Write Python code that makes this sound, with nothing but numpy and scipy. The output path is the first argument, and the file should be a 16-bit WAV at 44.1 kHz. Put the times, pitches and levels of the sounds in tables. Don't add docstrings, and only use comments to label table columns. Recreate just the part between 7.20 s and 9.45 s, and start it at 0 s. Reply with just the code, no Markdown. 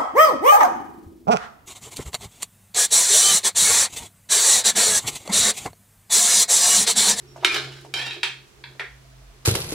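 import sys
import numpy as np
from scipy import signal
from scipy.fft import rfft, irfft
from scipy.io import wavfile

SR = 44100
rng = np.random.default_rng(int(sys.argv[2]) if len(sys.argv) > 2 else 0)


def generate_wav(signal):
    frames = np.transpose(np.atleast_2d(signal))
    scaled = np.clip(frames, -1, 1) * 32767
    pcm = np.round(scaled).astype(np.int16)
    wavfile.write(sys.argv[1], SR, pcm)


N = 99225

# (frequency [Hz], relative level [dB], T60 [s])
PLATE_MODES = [(386, -11.5, 0.048), (924, -23, 0.056), (1315, -2.5, 0.026), (1530, 1, 0.0061),
               (2178, -7.5, 0.078), (2365, 1.5, 0.021), (2850, -2.5, 0.017), (3044, 1.5, 0.022),
               (3747, 1.5, 0.023), (4196, -5, 0.053), (4883, -11.5, 0.036), (5640, -12.5, 0.048),
               (6300, -15, 0.0081), (6970, 0.5, 0.0081)]
# (frequency [Hz], relative level [dB], T60 [s])
FORK_MODES = [(769, -12.5, 0.069), (950, -13, 0.059), (1514, -6, 0.03), (1750, -9, 0.069), (2296, -6, 0.12),
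              (2523, 10.5, 0.027), (2850, -24.5, 0.13), (3160, -1, 0.1), (3440, 0, 0.025), (3912, 4, 0.029),
              (4494, -8.5, 0.013), (5280, -13.5, 0.062), (7370, -18, 0.034)]
# (frequency [Hz], relative level [dB])
GLAZE_SPECTRUM = [(100, -38), (2500, -21), (5500, 6), (8000, 2), (11000, -3.5), (16000, -15)]


def amp(db):
    return 10 ** (np.asarray(db) / 20)


def evened(x):
    return x / np.sqrt(np.mean(x ** 2) + 1e-20)


def read(points, hz):
    f, value = np.transpose(points)
    return np.interp(np.log(hz + 1), np.log(f + 1), value)


def curve(rows, axis=1):
    rows = np.array(rows)
    return np.interp(np.arange(N) / SR, rows[:, 0], rows[:, axis])


def add(mix, s, sound):
    start = max(round(s * SR), 0)
    part = mix[start:][:len(sound)]
    part += sound[:len(part)]


def high_pass(x, order, cut_hz):
    return signal.sosfilt(signal.butter(order, cut_hz, "highpass", fs=SR, output="sos"), x)


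def noise(spectrum):
    gain = amp(read(spectrum, np.fft.rfftfreq(N, 1 / SR)))
    return evened(irfft(rfft(rng.standard_normal(N)) * gain, N))


def band(hz, width_hz):
    f = np.fft.rfftfreq(N, 1 / SR)
    resonance = 1 / (1 + ((f - hz) / width_hz) ** 2)
    return evened(irfft(rfft(rng.standard_normal(N)) * resonance, N))


def click(spectrum, size=8192):
    log_gain = np.log(amp(read(spectrum, abs(np.fft.fftfreq(size, 1 / SR)))))
    out = np.fft.ifft(np.exp(np.conj(signal.hilbert(log_gain)))).real
    return out / np.linalg.norm(out)


def ring(modes, size=8192):
    t = np.arange(size) / SR
    out = np.zeros(size)
    for k, (hz, db, t60) in enumerate(modes):
        decay = np.exp(-np.log(1000) * t / t60)
        out += (-1) ** k * amp(db) * decay * np.sin(2 * np.pi * hz * t)
    out = high_pass(out, 2, 300)
    return out / np.linalg.norm(out)


def burst(spectrum, decay_s):
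    t = np.arange(SR // 40) / SR
    slips = rng.standard_normal(len(t)) * np.exp(-t / decay_s)
    out = signal.fftconvolve(slips, click(spectrum))
    return out / np.linalg.norm(out)


def glaze():
    return burst(GLAZE_SPECTRUM, decay_s=0.0071)


def contact(s, blow, bright_hz, tick_db):
    u = 1j * np.fft.rfftfreq(len(blow), 1 / SR) / bright_hz
    softened = irfft(rfft(blow) / (1 + np.sqrt(2) * u + u ** 2))
    out = np.zeros(N)
    add(out, s, softened)
    add(out, s, amp(tick_db) * glaze())
    return out


def pair(a, b, likeness):
    same = np.clip(read(likeness, np.fft.rfftfreq(len(a), 1 / SR)), -1, 1)
    right = irfft(same * rfft(a) + np.sqrt(1 - same ** 2) * rfft(b), len(a))
    return np.array([a, right])


def kitchen(x, wet_db):
    # (frequency [Hz], T60 [s])
    room_t60 = [(150, 0.26), (600, 0.3), (1800, 0.33), (4500, 0.35), (9000, 0.27), (16000, 0.18)]
    # (frequency [Hz], left-right correlation [-1 to 1])
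    room_likeness = [(100, -0.51), (500, 0.99), (1500, 0.62), (3000, 0.5), (5000, 0.48), (8000, -0.17),
                     (16000, -0.77)]
    # (left delay [s], right delay [s], gain [ratio])
    early_echoes = [(.0034, 0.003, 0.3), (.0066, 0.0063, 0.18), (.0078, 0.0091, -0.096),
                    (0.0166, .0144, 0.18)]
    onset_s = 0.0017

    diffuse = pair(*rng.standard_normal((2, SR // 2)), room_likeness)
    hz, t, z = signal.stft(diffuse, SR, nperseg=256)
    decay = np.exp(-np.log(1000) * t / read(room_t60, hz)[:, None])
    response = signal.istft(z * decay, SR, nperseg=256)[1]
    response = response * np.minimum(np.arange(response.shape[1]) / SR / onset_s, 1) ** 2
    response *= amp(wet_db) / np.linalg.norm(response[0])
    response[:, 0] += 1
    for left_s, right_s, gain in early_echoes:
        response[[0, 1], [round(left_s * SR), round(right_s * SR)]] += gain
    return signal.fftconvolve(x[None], response, axes=1)[:, :N]


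def room_air(level_db=-54):
    # (frequency [Hz], relative density [dB per Hz])
    air_spectrum = [(15, -44), (25, -24.5), (58, -17), (92, -2), (130, -5), (180, -5.5), (439, -9.5),
                    (775, -10), (5880, -17.5), (11900, -25.5), (16000, -31.5)]
    # (frequency [Hz], left-right correlation [-1 to 1])
    air_likeness = [(40, 0.18), (500, 0)]
    return amp(level_db) * pair(noise(air_spectrum), noise(air_spectrum), air_likeness)


def appliance(hum_db=1, octave_db=-21, rumble_db=-61):
    # (time [s], level before hum_db [dB], frequency [Hz])
    hum_course = [(0.0, -55, 134.3), (0.22, -48.5, 133.4), (0.27, -61, 129.3), (0.37, -47.5, 134.8),
                  (0.47, -41, 133.6), (0.66, -52, 135.4), (0.87, -45, 130), (1.02, -61, 134.7),
                  (1.13, -51.5, 131.6), (1.23, -54.5, 133.1), (1.28, -71.5, 130.9), (1.48, -49.5, 132.3),
                  (1.63, -55.5, 132.3), (2.01, -52.5, 129.5), (2.1, -64, 128.1), (2.25, -52.5, 129.6)]
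    # (time [s], frequency [Hz], rms level [dB])
    rundown_course = [(0, 73.2, -63), (.5, 71.1, -64.5), (1.0, 67.46, -73), (1.55, 66.5, -84),
                      (1.7, 59.85, -55.5), (1.9, 53, -53.5), (2.1, 45.3, -47), (2.19, 42.9, -56.5),
                      (2.25, 40.3, -70)]
    hum_phase = 2 * np.pi * np.cumsum(curve(hum_course, axis=2)) / SR
    hum_tone = np.sin(hum_phase) + amp(octave_db) * np.sin(2 * hum_phase)
    hum = amp(curve(hum_course) + hum_db) * hum_tone
    low_phase = 2 * np.pi * np.cumsum(curve(rundown_course)) / SR
    low = amp(curve(rundown_course, axis=2)) * np.sin(low_phase)
    rumble = amp(rumble_db) * band(57.3, 12)
    return np.sqrt(2) * (hum + low) + rumble


def ticking(count=4, decay_s=0.0055, first_s=1.851, period_s=0.083, tick_hz=681.4, tick_db=-50.5):
    out = np.zeros(N)
    t = np.arange(SR // 10) / SR
    tick = amp(tick_db) * np.sin(2 * np.pi * tick_hz * t) * np.exp(-t / decay_s)
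    for k in range(count):
        add(out, first_s + k * period_s, tick)
    return out


def food(attack_s=0.00023, width_hz=300, wet_db=-15, low_cut_hz=330):
    # (time [s], twice the decay constant [s], level before decay [dB], centre [Hz])
    puffs = [(0.161, 0.019, -38, 668), (0.176, 0.048, -40.5, 593), (0.226, 0.018, -32.5, 747),
             (0.234, 0.022, -26.5, 860), (.648, 0.016, -39, 680), (.662, 0.0092, -38, 570),
             (0.965, 0.023, -43, 560), (.47, .09, -48.5, 720), (1.511, 0.035, -59, 910),
             (1.552, .014, -50, 620), (2.226, 0.014, -54, 681)]
    out = np.zeros(N)
    t = np.arange(SR // 4) / SR
    for s, length, db, hz in puffs:
        puff = (band(hz, width_hz) + amp(wet_db) * band(2500, 2000))[:len(t)]
        envelope = np.minimum(t / attack_s, 1) * np.exp(-2 * t / length)
        add(out, s, amp(db) * puff * envelope)
    return high_pass(out, 4, low_cut_hz)


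def rubbing():
    # (time [s], level before the room [dB])
    rub_level = [(0, -58.5), (.13, -56.5), (.22, -47), (.31, -43.5), (.36, -37), (.43, -44.5), (.6, -58),
                 (.68, -52), (.76, -46.5), (.82, -59.5), (.97, -46), (1.06, -63.5), (1.33, -66),
                 (1.385, -55.5), (1.42, -60.5), (1.55, -60.5), (1.8, -80), (2.11, -73), (2.15, -56.5),
                 (2.2, -70)]
    # (frequency [Hz], half-width at half amplitude [Hz], relative level [dB])
    rub_modes = [(359.3, 29, -2.5), (413.6, 30, -2.5)]
    note = sum(amp(db) * band(hz, width) for hz, width, db in rub_modes)
    return amp(curve(rub_level)) * evened(note)


def brushes(wet_db=2):
    # (time [s], level of the direct sound [dB])
    brush_times = [(0.165, -30), (0.345, -8.5), (0.61, -30), (.649, -31.5), (1.277, -36.5)]
    out = np.zeros(N)
    for s, db in brush_times:
        add(out, s, amp(db) * glaze())
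    return kitchen(out, wet_db)


def taps(wet_db=0, decay_s=.0012):
    # (time [s], level of the direct sound [dB])
    tap_times = [(1.4392, -13.5), (1.4413, -13), (1.4483, -24)]
    # (frequency [Hz], relative level [dB])
    tap_spectrum = [(100, -16), (550, -14), (950, -0.5), (1200, -8.5), (1650, 4.5), (3000, 0), (3750, -0.5),
                    (4900, -6.5), (5700, -26), (9000, -35), (16000, -40)]
    out = np.zeros(N)
    for s, db in tap_times:
        add(out, s, amp(db) * burst(tap_spectrum, decay_s))
    return kitchen(out, wet_db)


def knocks(wet_db=1, decay_s=0.0025):
    # (time [s], level before softening [dB], brightness [Hz], glaze tick level [dB])
    knock_times = [(1.5957, -0.5, 2420, -27), (1.5978, -3, 2400, -26), (1.6066, -4, 2100, -33)]
    # (frequency [Hz], relative level [dB])
    knock_spectrum = [(60, -25.5), (250, -33.5), (410, 1), (540, -15), (930, -6.5), (1150, -10.5),
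                      (1450, -0.5), (2100, 5), (2750, -3), (4300, -5), (5800, -9.5), (9000, -38),
                      (16000, -27)]
    out = np.zeros((2, N))
    for s, db, bright_hz, tick_db in knock_times:
        blow = amp(db) * burst(knock_spectrum, decay_s)
        out += kitchen(contact(s, blow, bright_hz, tick_db), wet_db)
    return out


def squeals(width_hz=23):
    # (time [s], length [s], frequency [Hz], level before swell and room [dB])
    squeal_times = [(0.07, 0.079, 5540, -59), (0.269, 0.09, 2200, -34), (0.28, 0.054, 2433, -30),
                    (0.768, 0.03, 5280, -42), (0.788, 0.021, 1800, -32.5), (0.81, 0.016, 3270, -32.5),
                    (.817, 0.014, 1785, -38.5), (0.838, 0.049, 2760, -37.5), (0.904, 0.019, 3856, -34.5)]
    out = np.zeros(N)
    for s, length, hz, db in squeal_times:
        u = np.arange(0, 1, 1 / (length * SR))
        swell = np.sin(np.pi * u ** (3 / 4))
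        tone = evened(band(hz, width_hz)[:len(u)])
        add(out, s, amp(db) * swell * tone)
    return out


def chatter(low_cut_hz=1400):
    # (time [s], rate before random drift [Hz])
    slip_rate = [(.6, 439.6), (.739, 769.4), (.783, 776.2), (.792, 881.6), (.83, 889), (.865, 914),
                 (.95, 861)]
    wander = .015 * band(0, 14)
    jitter = .04 * band(0, 438)
    rate = curve(slip_rate) * np.exp(wander + jitter)
    slips = np.diff(np.floor(np.cumsum(rate) / SR), prepend=0)
    return evened(high_pass(slips, 2, low_cut_hz))


def gliding(slips, modes, node_db=4, node_hz=9):
    shares = np.array([amp(db) * np.sqrt(t60) for hz, db, t60 in modes])
    shares /= np.linalg.norm(shares)
    out = np.zeros(N)
    for share, mode in zip(shares, modes):
        drift = evened(amp(node_db * band(0, node_hz)))
        out += share * drift * signal.fftconvolve(slips, ring([mode]))[:N]
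    return out


def scrape(force, plate_db, fork_db, grit_db, glaze_db, chatter_db):
    # (frequency [Hz], relative level [dB])
    grit_spectrum = [(100, -25), (300, -10.5), (750, -2.5), (1100, -3), (1550, 9.5), (1900, -0.5),
                     (3000, 4.5), (5300, 1), (6500, -8.5), (8500, -10), (10000, -14.5), (16000, -25)]
    slips_per_s, slip_spread_db = 1500, 3.5
    clump_db, clump_hz = 3.5, 70
    firm_db, ring_loss = -35, 0.42

    t = np.arange(N) / SR
    spread = np.minimum(rng.exponential(1, N), 3)
    sizes = amp(slip_spread_db * spread) * rng.choice([-1, 1], N)
    random_slips = evened(sizes * (rng.random(N) < slips_per_s / SR))
    slips = random_slips + amp(chatter_db) * chatter()
    clumped = evened(slips * amp(clump_db * band(0, clump_hz)))
    touching = (t > force[0][0]) * (t < force[-1][0])
    slips = clumped * amp(curve(force)) * touching
    firm = slips * amp(ring_loss * np.minimum(curve(force) - firm_db, 0))
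    grain = amp(grit_db) * click(grit_spectrum) + amp(glaze_db) * click(GLAZE_SPECTRUM)
    grit = signal.fftconvolve(slips, grain)[:N]
    plate = amp(plate_db) * gliding(firm, PLATE_MODES)
    fork = amp(fork_db) * gliding(firm, FORK_MODES)
    return plate + fork + grit


def scrapes():
    # (time [s], force level [dB])
    first_drag = [(.2, -59.5), (.243, -49.5), (.255, -31), (.30, -43), (.335, -32), (.35, -30.5),
                  (.375, -38), (.41, -48), (.52, -50), (.60, -55), (.64, -64)]
    second_drag = [(.739, -26), (.755, -34.5), (.765, -28), (.785, -34.5), (.80, -32), (.822, -30.5),
                   (.84, -43), (.868, -34.5), (.895, -51), (.92, -40.5), (.96, -49), (1.0, -57)]
    first = scrape(first_drag, plate_db=-6.5, fork_db=-21, grit_db=-0.5, glaze_db=-21, chatter_db=-4.5)
    second = scrape(second_drag, plate_db=-9, fork_db=-7, grit_db=-5, glaze_db=-26, chatter_db=3)
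    return kitchen(first, wet_db=3) + kitchen(second + squeals(), wet_db=1.5)


def strikes():
    # (time [s], plate ring [dB], fork ring [dB], dry clack [dB], brightness [Hz],
    # room tail [dB], glaze tick [dB])
    blows = [(0.2467, 16, -16, 7.5, 3750, -6.5, -4), (0.2486, 6, -30, 5.5, 5850, 1, -3),
             (0.344, -0.5, -30, -5.5, 5900, 3, -20), (.7390, -6, -23, -13.5, 4770, 0.5, -18),
             (0.7918, -21, -2.5, -9, 2630, 0.5, -40), (0.9084, -12, -10, -11, 4420, 4.5, -40),
             (1.0314, 2, 5, 3.5, 4340, 1, -27), (1.0336, -9, -14, -1.5, 5200, 5.5, -12.5)]
    # (frequency [Hz], relative level [dB])
    clack_spectrum = [(40, -36.5), (200, -26.5), (400, -4.5), (600, -13), (1100, -9.5), (1700, 4.5),
                      (2400, -4), (4200, -1), (6000, -10), (10000, -8.5), (16000, -46.5)]
    plate, fork, clack = ring(PLATE_MODES), ring(FORK_MODES), click(clack_spectrum)
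    out = np.zeros((2, N))
    for s, plate_db, fork_db, clack_db, bright_hz, wet_db, tick_db in blows:
        blow = amp(plate_db) * plate + amp(fork_db) * fork + amp(clack_db) * clack
        out += kitchen(contact(s, blow, bright_hz, tick_db), wet_db)
    return out


def scene():
    background = room_air() + appliance()
    soft = kitchen(rubbing() + food() + ticking(), wet_db=-9.5)
    light = brushes() + taps() + knocks()
    return background + soft + light + scrapes() + strikes()


def record(dry, left_db=-1.5, clip_level=.9, edge_hz=16100):
    both = np.clip(dry * amp([[left_db], [0]]), -clip_level, clip_level)
    low_pass = signal.firwin(511, edge_hz, window=("kaiser", 9), fs=SR)
    return signal.oaconvolve(both, low_pass[None], "same")


dry = scene()
out = record(dry)
generate_wav(out)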